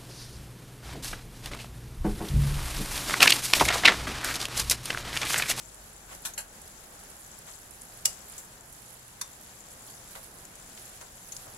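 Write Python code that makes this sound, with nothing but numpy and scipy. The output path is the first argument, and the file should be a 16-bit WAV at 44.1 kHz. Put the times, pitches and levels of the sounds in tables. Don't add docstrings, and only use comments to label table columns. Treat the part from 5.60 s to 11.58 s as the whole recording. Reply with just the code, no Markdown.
import sys
import numpy as np
from scipy import signal
from scipy.fft import rfft, irfft, next_fast_len
from scipy.io import wavfile
from scipy.ndimage import uniform_filter1d

SR = 44100
rng = np.random.default_rng(int(sys.argv[2]) if len(sys.argv) > 2 else 0)


def attenuation_scalar(level_db):
    decades = np.asarray(level_db, float) / 20
    return 10 ** decades


def log_audio(samples):
    frames = np.atleast_2d(samples).T
    limited = np.clip(frames, -1, 1)
    pcm = np.round(limited * 32767).astype(np.int16)
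    wavfile.write(sys.argv[1], SR, pcm)


N = 263625

# (time [s], level [dB])
BOIL = [(0.0, -54), (0.46, -54.5), (0.68, -52), (0.83, -57.5), (1.05, -51.5), (1.2, -53.5), (2.21, -53.5),
        (2.66, -52), (2.86, -54.5), (3.38, -54.5), (4.0, -54), (4.32, -53.5), (4.93, -53.5), (5.31, -49.5),
        (5.52, -54), (5.8, -52.5), (5.88, -50.5), (5.98, -54.5)]
# (time [s], peak [dB], left minus right [dB], pitch [Hz])
SPITS = [(0.032, -37.5, 1, 6390), (0.0824, -34, 4, 10100), (1.017, -33, 0, 10800), (1.077, -36, -3, 11500),
         (1.4355, -38, -7, 7720), (1.501, -33, -1, 9630), (1.715, -33, -1, 6660),
         (2.0157, -36.5, -5, 11100), (2.108, -33, -6.5, 9430), (2.212, -35, 5, 9590),
         (2.217, -27.5, 0, 9550), (2.2319, -33, -1, 10600), (2.2512, -37, -5, 10900),
         (2.373, -34, -4, 10600), (2.5284, -40, 3, 10300), (2.6975, -34, -4, 10300),
         (2.7206, -35, -5.5, 10200), (3.0085, -39, 1, 7590), (3.1265, -31.5, 1, 10900),
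         (3.4796, -38, -4, 10700), (3.6754, -38, 0, 6610), (3.7314, -39, 4, 7050),
         (4.1159, -35.5, -1, 7530), (4.6432, -34, -5, 7390), (4.8518, -31, -2, 7800),
         (4.954, -32, -3, 6870), (5.1497, -39, 1, 6660), (5.172, -37, 3, 7070), (5.222, -37, 0, 11000),
         (5.255, -34, -4, 6760), (.144, -35, -1, 10800), (.549, -33, 0, 11000), (.62, -40, 0, 10100),
         (1.3912, -38, -1, 6960), (1.668, -39, 0, 6930), (1.787, -32, -4, 10500), (2.2972, -39, -3, 7230),
         (2.642, -39.5, -4, 10300), (2.6854, -41, -4, 11500), (2.7657, -37, 0, 10700),
         (2.8485, -41, -2, 11070), (3.1333, -37.5, -2, 7280), (3.2585, -38, 0, 10500),
         (3.3378, -38, 0, 10540), (4.0056, -37, -1, 7160), (4.368, -38, -2, 10000), (4.998, -38, -1, 7420),
         (5.074, -35, 0, 7740), (5.1966, -36, 0, 10800), (5.4116, -40, 0, 6760)]
# (time [s], level [dB], left minus right [dB], contact [ms], rattle T60 [ms])
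KNOCKS = [(0.47, -46.5, 1, 60, 99), (0.6495, -30, 2, 3.7, 125), (0.7363, -46, 3, .8, 40),
          (0.7765, -36, 2, 4.2, 140), (1.865, -48, 2, 21, 95), (2.4508, -30, -1, 3, 36),
          (2.4549, -18, 1.5, 1.5, 22), (2.4604, -32.5, -2, 3.4, 50), (2.7791, -38, 3, 0.93, 120),
          (3.611, -31, 0, 4.8, 35), (4.5516, -42, 3, 1.5, 110), (5.1745, -45.5, 3, 2, 36),
          (5.405, -45, 1.5, 8.9, 83), (5.7196, -40, 1.5, 2.8, 49), (5.7652, -34.5, 7.5, .4, 16),
          (2.4559, -15, -9, 0.66, 7.6), (2.218, -42.5, 1, 0.82, 13), (5.42, -49, 0, 3, 56),
          (5.865, -51.5, 2, 4, 90), (4.56, -54, 1, 9, 120), (2.465, -46, 0, 4.2, 220),
          (2.8, -50.5, 2, 50, 90), (.549, -45, 0, 1, 60)]
# (time [s], frequency [Hz], level [dB], T60 [s], left minus right [dB])
METAL_RINGS = [(2.4548, 2880, -36.5, 0.14, 11), (2.4553, 4500, -48, 0.06, 7), (2.4553, 5930, -44, 0.17, 4),
               (2.4553, 4600, -48, .2, 4), (2.4553, 4600, -46, .15, 4), (2.4553, 7410, -53, .16, 7),
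               (2.456, 9470, -44, .06, 0), (2.456, 8880, -50, .1, 0), (2.456, 14780, -56, .25, -5),
               (2.683, 13000, -52, .12, -5), (2.4553, 4200, -44, .09, 3), (2.4548, 7520, -50, 0.1, 7),
               (2.456, 10330, -41, 0.089, 0), (2.456, 13750, -54, .45, -5), (.778, 7450, -49.5, 0.12, 7),
               (.778, 10330, -50, .17, -3), (.778, 13700, -54, .15, -4), (0.777, 1620, -42.5, 0.11, 5),
               (3.613, 7200, -55, 0.055, -2),
               (.651, 945, -45, .08, 2), (.651, 1454, -46, .13, 2), (.651, 1710, -45, .11, 2),
              (.651, 2440, -50, .11, 2), (.651, 2830, -47, .09, 2), (.651, 3630, -44, .1, 2),
              (.651, 4300, -47, .08, 2), (.651, 6090, -51, .1, 2), (.778, 890, -49, .09, 4),
              (.778, 2170, -49, .11, 2), (0.779, 2524, -50, .14, 2), (.778, 2770, -49, 0.15, 2),
              (.778, 3200, -51, 0.098, 2), (.778, 4190, -48, 0.099, 2), (3.612, 1008, -47.5, 0.14, 0),
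              (3.612, 1600, -44, .04, 0), (3.613, 2490, -48, .04, 0), (3.613, 3600, -45.5, .14, 2),
              (3.614, 5840, -49, 0.13, 0), (3.614, 8100, -52, .09, 0)]
# (time [s], firing rate [Hz], level [dB])
ENGINE = [
    (0, 48.7, -60),
    (.46, 45.97, -59),
    (.92, 39.1, -60),
    (1.2, 37.44, -60),
    (1.8, 35, -64),
    (2.5, 33.55, -65),
    (3.1, 36.6, -73),
    (3.7, 36.5, -64),
    (4.3, 35, -76),
    (5.98, 31, -67),
]
# (frequency [Hz], gain [dB])
FIZZ = [(1500, -28), (3000, -6.5), (5000, -4.5), (8000, -4), (11000, -0.5), (14000, 0), (17000, 0)]
# (frequency [Hz], gain [dB])
RUSH = [(600, -14.5), (1500, 0.5), (3000, -2.5), (6000, -8), (12000, -16.5), (17000, -9.5)]
# (frequency [Hz], gain [dB])
BRIGHT = [(1000, -14), (2500, -12), (4000, 0), (5500, 3), (8000, -0.5), (12000, -4.5), (17000, 7.5)]
# (frequency [Hz], gain [dB])
DULL = [(250, -20), (650, 1.5), (1500, 1.5), (2500, -1.5), (4000, -8), (8000, -42)]
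# (frequency [Hz], density [dB per Hz])
HOOD = [(30, -9), (70, -1.5), (130, 0), (200, -0.5), (280, -5.5), (420, -5.5), (760, -4.5), (1100, -9),
        (1700, -11), (2500, -22), (3500, -49)]
# (resonance [Hz], width [Hz], gain [dB])
PORTS = [
    (7380, 1170, 0.5),
    (10800, 1950, 0),
]
# (frequency [Hz], density [dB per Hz])
JAR = [(350, -41), (600, -16), (950, -7), (1200, -11), (1620, -2.5), (1910, -10), (2040, -27), (2370, -2),
       (2680, -11.5), (3660, -2), (4620, -11), (5980, -3.5), (9370, -3), (10700, 0), (15500, -13.5)]
# (frequency [Hz], density [dB per Hz])
BOWL = [(350, -38), (600, -10), (902, -10), (1030, -16), (1620, -1.5), (2000, -10), (2570, -7.5),
        (3200, -5), (3470, -29), (4090, -5.5), (5220, -11), (7240, -3.5), (9240, -8), (10700, -0.5),
        (15500, -22)]
# (frequency [Hz], density [dB per Hz])
SPOON_BLOW = [(900, -27.5), (1100, -21), (1850, -21.5), (2050, -10.5), (2500, -12.5), (3300, -12.5),
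              (4400, -12), (5200, 2), (6000, -4), (6800, 1), (7700, -0.5), (9300, -7.5), (10600, -4),
              (13000, -14), (16000, -17.5)]
# (frequency [Hz], density [dB per Hz])
WOK = [(410, -77), (700, -53), (980, -5), (1410, -7), (2630, -9.5), (2990, -33), (3580, -3), (3920, -8),
       (4520, -2), (5430, -11), (5860, 1.5), (8880, -9.5), (10600, 0), (15500, -20)]
# (frequency [Hz], density [dB per Hz])
RIM = [(1180, -56), (2000, -27), (4320, -18.5), (5180, -24), (6640, -1.5), (8510, -20), (11200, -14),
       (15500, -30.5)]
# (frequency [Hz], density [dB per Hz])
TIP = [(880, -47), (1500, -22), (1790, -36), (2860, -22), (7230, -4), (9420, -25), (11100, -17),
       (15500, -21.5)]
# (frequency [Hz], density [dB per Hz])
HANDLE = [(700, -30), (1500, -2.5), (3000, -2), (5000, -4), (8000, -12), (15500, -25)]
# (frequency [Hz], density [dB per Hz])
SPOON_TAIL = [(3300, -40), (4100, -22), (4600, -2), (6000, -4), (7500, -2), (10300, -4), (14000, -12),
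              (15500, -25)]
# (frequency [Hz], density [dB per Hz])
SCRAPE = [(700, -24), (1200, -12), (2500, -24), (5000, -16), (7400, 0.5), (9000, -10), (10300, -3),
          (15500, -14)]
# (frequency [Hz], density [dB per Hz])
THUD = [(250, -22), (500, 0), (700, 0), (1100, -5), (1800, -4), (2600, -25), (15500, -50)]
BODIES = {2.465: SPOON_TAIL, 2.8: SCRAPE, 2.7791: SCRAPE, .7363: RIM, 4.56: THUD, 5.42: THUD, 5.865: THUD,
          .6508: JAR, .7775: BOWL, 2.4553: SPOON_BLOW, 3.6115: WOK, 5.1745: HANDLE, 5.7205: RIM, 5.7652:
          TIP}

USUAL_BOIL_DB = -51.5


def level(x, db):
    return x * attenuation_scalar(db) / np.sqrt(np.mean(x ** 2))


def colour(x, points):
    hz, db = np.transpose(points)
    size = next_fast_len(x.shape[-1])
    f = np.maximum(np.fft.rfftfreq(size, 1 / SR), 1)
    gain = attenuation_scalar(np.interp(np.log(f), np.log(hz), db))
    return irfft(rfft(x, size) * gain, size)[..., :x.shape[-1]]


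def walk(rate_hz):
    k = int(SR / rate_hz)
    held = np.repeat(rng.standard_normal(N // k + 1), k)
    return 1.63 * uniform_filter1d(uniform_filter1d(held, k), k)[:N]


def add(out, s, x):
    i = int(s * SR)
    out[:, i:i + x.shape[1]] += x[:, :N - i]


def sides(pan_db):
    return attenuation_scalar(np.array([pan_db, -pan_db]) / 2)


def fizz(rate_hz, spread_db, cap_db, pan_db, cycles, patchy_db, blur):
    draws = rng.random((int(9000 * N / SR), 6))[:int(rate_hz * N / SR)]
    when, size, place, pitch, left, right = draws.T[..., None]
    step = np.arange(100)
    at = (when * (N - 180)).astype(int) + 40
    turns = 2000 * 9 ** pitch ** .6 * step / SR
    swell = np.exp(-turns / cycles) - np.exp(-4 * turns / cycles)
    swing = swell * np.sin(2 * np.pi * turns)
    size_db = np.minimum(-spread_db * np.log(size), cap_db) + patchy_db * walk(25.09)[at]
    out = []
    for side, shade in ((0.98, left), (-1, right)):
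        lag = (side * 40 * (place - .5)).astype(int)
        gain = attenuation_scalar(size_db + side * pan_db * (place - .5) + 5.2 * shade)
        out.append(np.bincount((at + lag + step).ravel(), (gain * swing).ravel(), minlength=N))
    near = level(colour(np.array(out), FIZZ), 0)
    hiss = level(colour(rng.standard_normal((2, N)), FIZZ), 0) * attenuation_scalar(patchy_db * walk(23.22))
    blur = np.clip(blur, 0, 1)[:, None]
    return np.sqrt(1 - blur) * near + np.sqrt(blur) * hiss


def boiling(bubbles, boil_db):
    surge_db, wander_db = 0.7, 2.5
    return bubbles * attenuation_scalar(boil_db - 57.5 + surge_db * walk(9)) * sides(wander_db * walk(9))


def steam_rush(boil_db):
    rush_db, db_per_boil_db = -57.5, 0.64
    rush = level(colour(rng.standard_normal((2, N)), RUSH), rush_db)
    sway_db = 1.63 * np.array([walk(30), walk(30)])
    return rush * attenuation_scalar(db_per_boil_db * boil_db + sway_db)


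def spits():
    out, t = np.zeros((2, N)), np.arange(1024) / SR
    rise_s, spit_ms = 0.0009, 4.7
    fade = np.exp(-t * 2300 / spit_ms) * (1 - np.exp(-t / rise_s))
    for s, db, pan_db, hz in SPITS:
        band = [(hz / 4, -40), (0.58 * hz, -13), (hz, 0), (1.7 * hz, -13), (2 * hz, -28)]
        wave = level(colour(rng.standard_normal((2, len(t))), band), db - 11.5)
        add(out, s, sides(1.8 * pan_db)[:, None] * fade * wave)
    return out


def knocks():
    out, lead_s, t = np.zeros((2, N)), .005, np.arange(8192) / SR
    dull_db, dull_db_per_ms = -25, 0.28
    port = np.sqrt(np.mean(abs(ports(np.fft.rfftfreq(len(t), 1 / SR))) ** 2, axis=0))
    ms = np.maximum(t - lead_s, 0) * 1000
    for s, db, pan_db, contact_ms, t60_ms in KNOCKS:
        high, low, grain = rng.standard_normal((3, 2, len(t)))
        fade = np.minimum(ms / contact_ms, 1) * attenuation_scalar(-60 * np.maximum(ms - contact_ms, 0) / t60_ms)
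        fade = fade * attenuation_scalar(2.6 * level(uniform_filter1d(grain, 40), 0))
        bright = level(colour(high, BRIGHT), 0)
        dull = level(colour(low, DULL), dull_db + dull_db_per_ms * t60_ms)
        wave = fade * (bright + dull)
        for body_s, body in BODIES.items():
            if abs(body_s - s) < .003:
                blow = rfft(fade * high)
                blow = blow / np.sqrt(uniform_filter1d(abs(blow) ** 2, size=60))
                wave = colour(irfft(blow / port), body)
        add(out, s - lead_s, sides(pan_db)[:, None] * level(wave, db) * np.sqrt(np.mean(fade ** 2)))
    return out


def metal_rings():
    out, t = np.zeros((2, N)), np.arange(8192) / SR
    for s, hz, db, t60_s, pan_db in METAL_RINGS:
        start, apart = rng.random(2)
        turns = hz * t + start + np.array([[0], [.5 * apart - .25]])
        add(out, s, attenuation_scalar(db - 60 * t / t60_s) * sides(pan_db)[:, None] * np.sin(2 * np.pi * turns))
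    return out


def kitchen(x):
    room_t60_s, room_db, rise_s = 0.21, -8, 0.0012
    t = np.arange(int(.5 * SR)) / SR
    tail = rng.standard_normal((2, len(t))) * attenuation_scalar(-60 * t / room_t60_s) * np.minimum(t / rise_s, 1)
    tail = colour(tail, [(500, 11.5), (3000, -4.0), (9000, -4.5), (17000, -12.0)])
    tail = tail / np.sqrt(np.sum(tail ** 2) / 2)
    return attenuation_scalar(room_db) * signal.fftconvolve(x, tail, axes=1)[:, :N]


def hood(boil_db):
    air_db, air_sway_db, air_db_per_boil_db = -58, .6, 0.35
    rumble_db, rumble_fade_db_per_s, rumble_sway_db = -63, .5, 1.5
    hum_hz, hum_db, hum_sway_db, hum_start_s, hum_rise_s = 120.2, -66.5, 1.5, 1.7, .4
    t = np.arange(N) / SR
    mid, side = colour(rng.standard_normal((2, N)), HOOD)
    side = colour(side, [(120, -59), (250, -11.0), (600, -4.5), (1300, 0)])
    air = level(np.array([mid + side, mid - side]) * sides(0.34)[:, None], 3.87)
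    wobble_rad = 1.04 * walk(8.7)
    shake = rng.standard_normal(N) + 0.068 * np.outer([1, -1], rng.standard_normal(N))
    rumble = level(colour(shake, [(12, -26), (22, -0.5), (40, 2.5), (70, 0.5), (100, -32.5)]), rumble_db)
    rumble = rumble * attenuation_scalar(rumble_sway_db * walk(5.26) - rumble_fade_db_per_s * t)
    hum = attenuation_scalar(hum_db + hum_sway_db * walk(6)) * np.sin(2 * np.pi * hum_hz * t + wobble_rad)
    hum = hum * np.clip((t - hum_start_s) / hum_rise_s, 0, 1)
    air = air * attenuation_scalar(air_db + air_db_per_boil_db * boil_db + air_sway_db * walk(7))
    return air + hum + rumble


def engine():
    s, hz, db = np.transpose(ENGINE)
    t = np.arange(N) / SR
    firing_hz = np.interp(t, s, hz) * (1 + 0.011 * walk(6))
    phase = 2 * np.pi * np.cumsum(firing_hz) / SR
    first = attenuation_scalar(1.5 * walk(5.3)) * np.sin(phase)
    second = attenuation_scalar(-5 + 1.4 * walk(3)) * np.sin(2 * phase)
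    return attenuation_scalar(np.interp(t, s, db)) * (first + second)


def ports(f):
    hz, width_hz, db = np.transpose(PORTS)[:, :, None]
    return attenuation_scalar(db) / (1 - (f / hz) ** 2 + 1j * f * width_hz / hz ** 2)


def scene():
    boil_db = np.interp(np.arange(N) / SR, *np.transpose(BOIL)) - USUAL_BOIL_DB
    bubbles = fizz(rate_hz=6000, spread_db=4.5, cap_db=14.5, pan_db=15.0, cycles=3.1,
                   patchy_db=1.34, blur=[.4, .18])
    rush = steam_rush(boil_db)
    hits = knocks() + metal_rings() + spits()
    bubbles = boiling(bubbles, boil_db)
    return bubbles + rush + hits + kitchen(hits) + hood(boil_db) + engine()


def band_limit(x):
    return signal.sosfilt(signal.butter(12, 16810, fs=SR, output="sos"), x)


def record(dry):
    capsule_db, top_hz = -64, 15800
    size = next_fast_len(N + 2000)
    f = np.fft.rfftfreq(size, 1 / SR)
    hiss = attenuation_scalar(capsule_db) * rng.standard_normal(dry.shape)
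    spectrum = rfft(dry, size) * ports(f) + rfft(hiss, size)
    heard = irfft(spectrum * (f < top_hz), size)[:, :N]
    return band_limit(heard)


dry = scene()
out = record(dry)
log_audio(out)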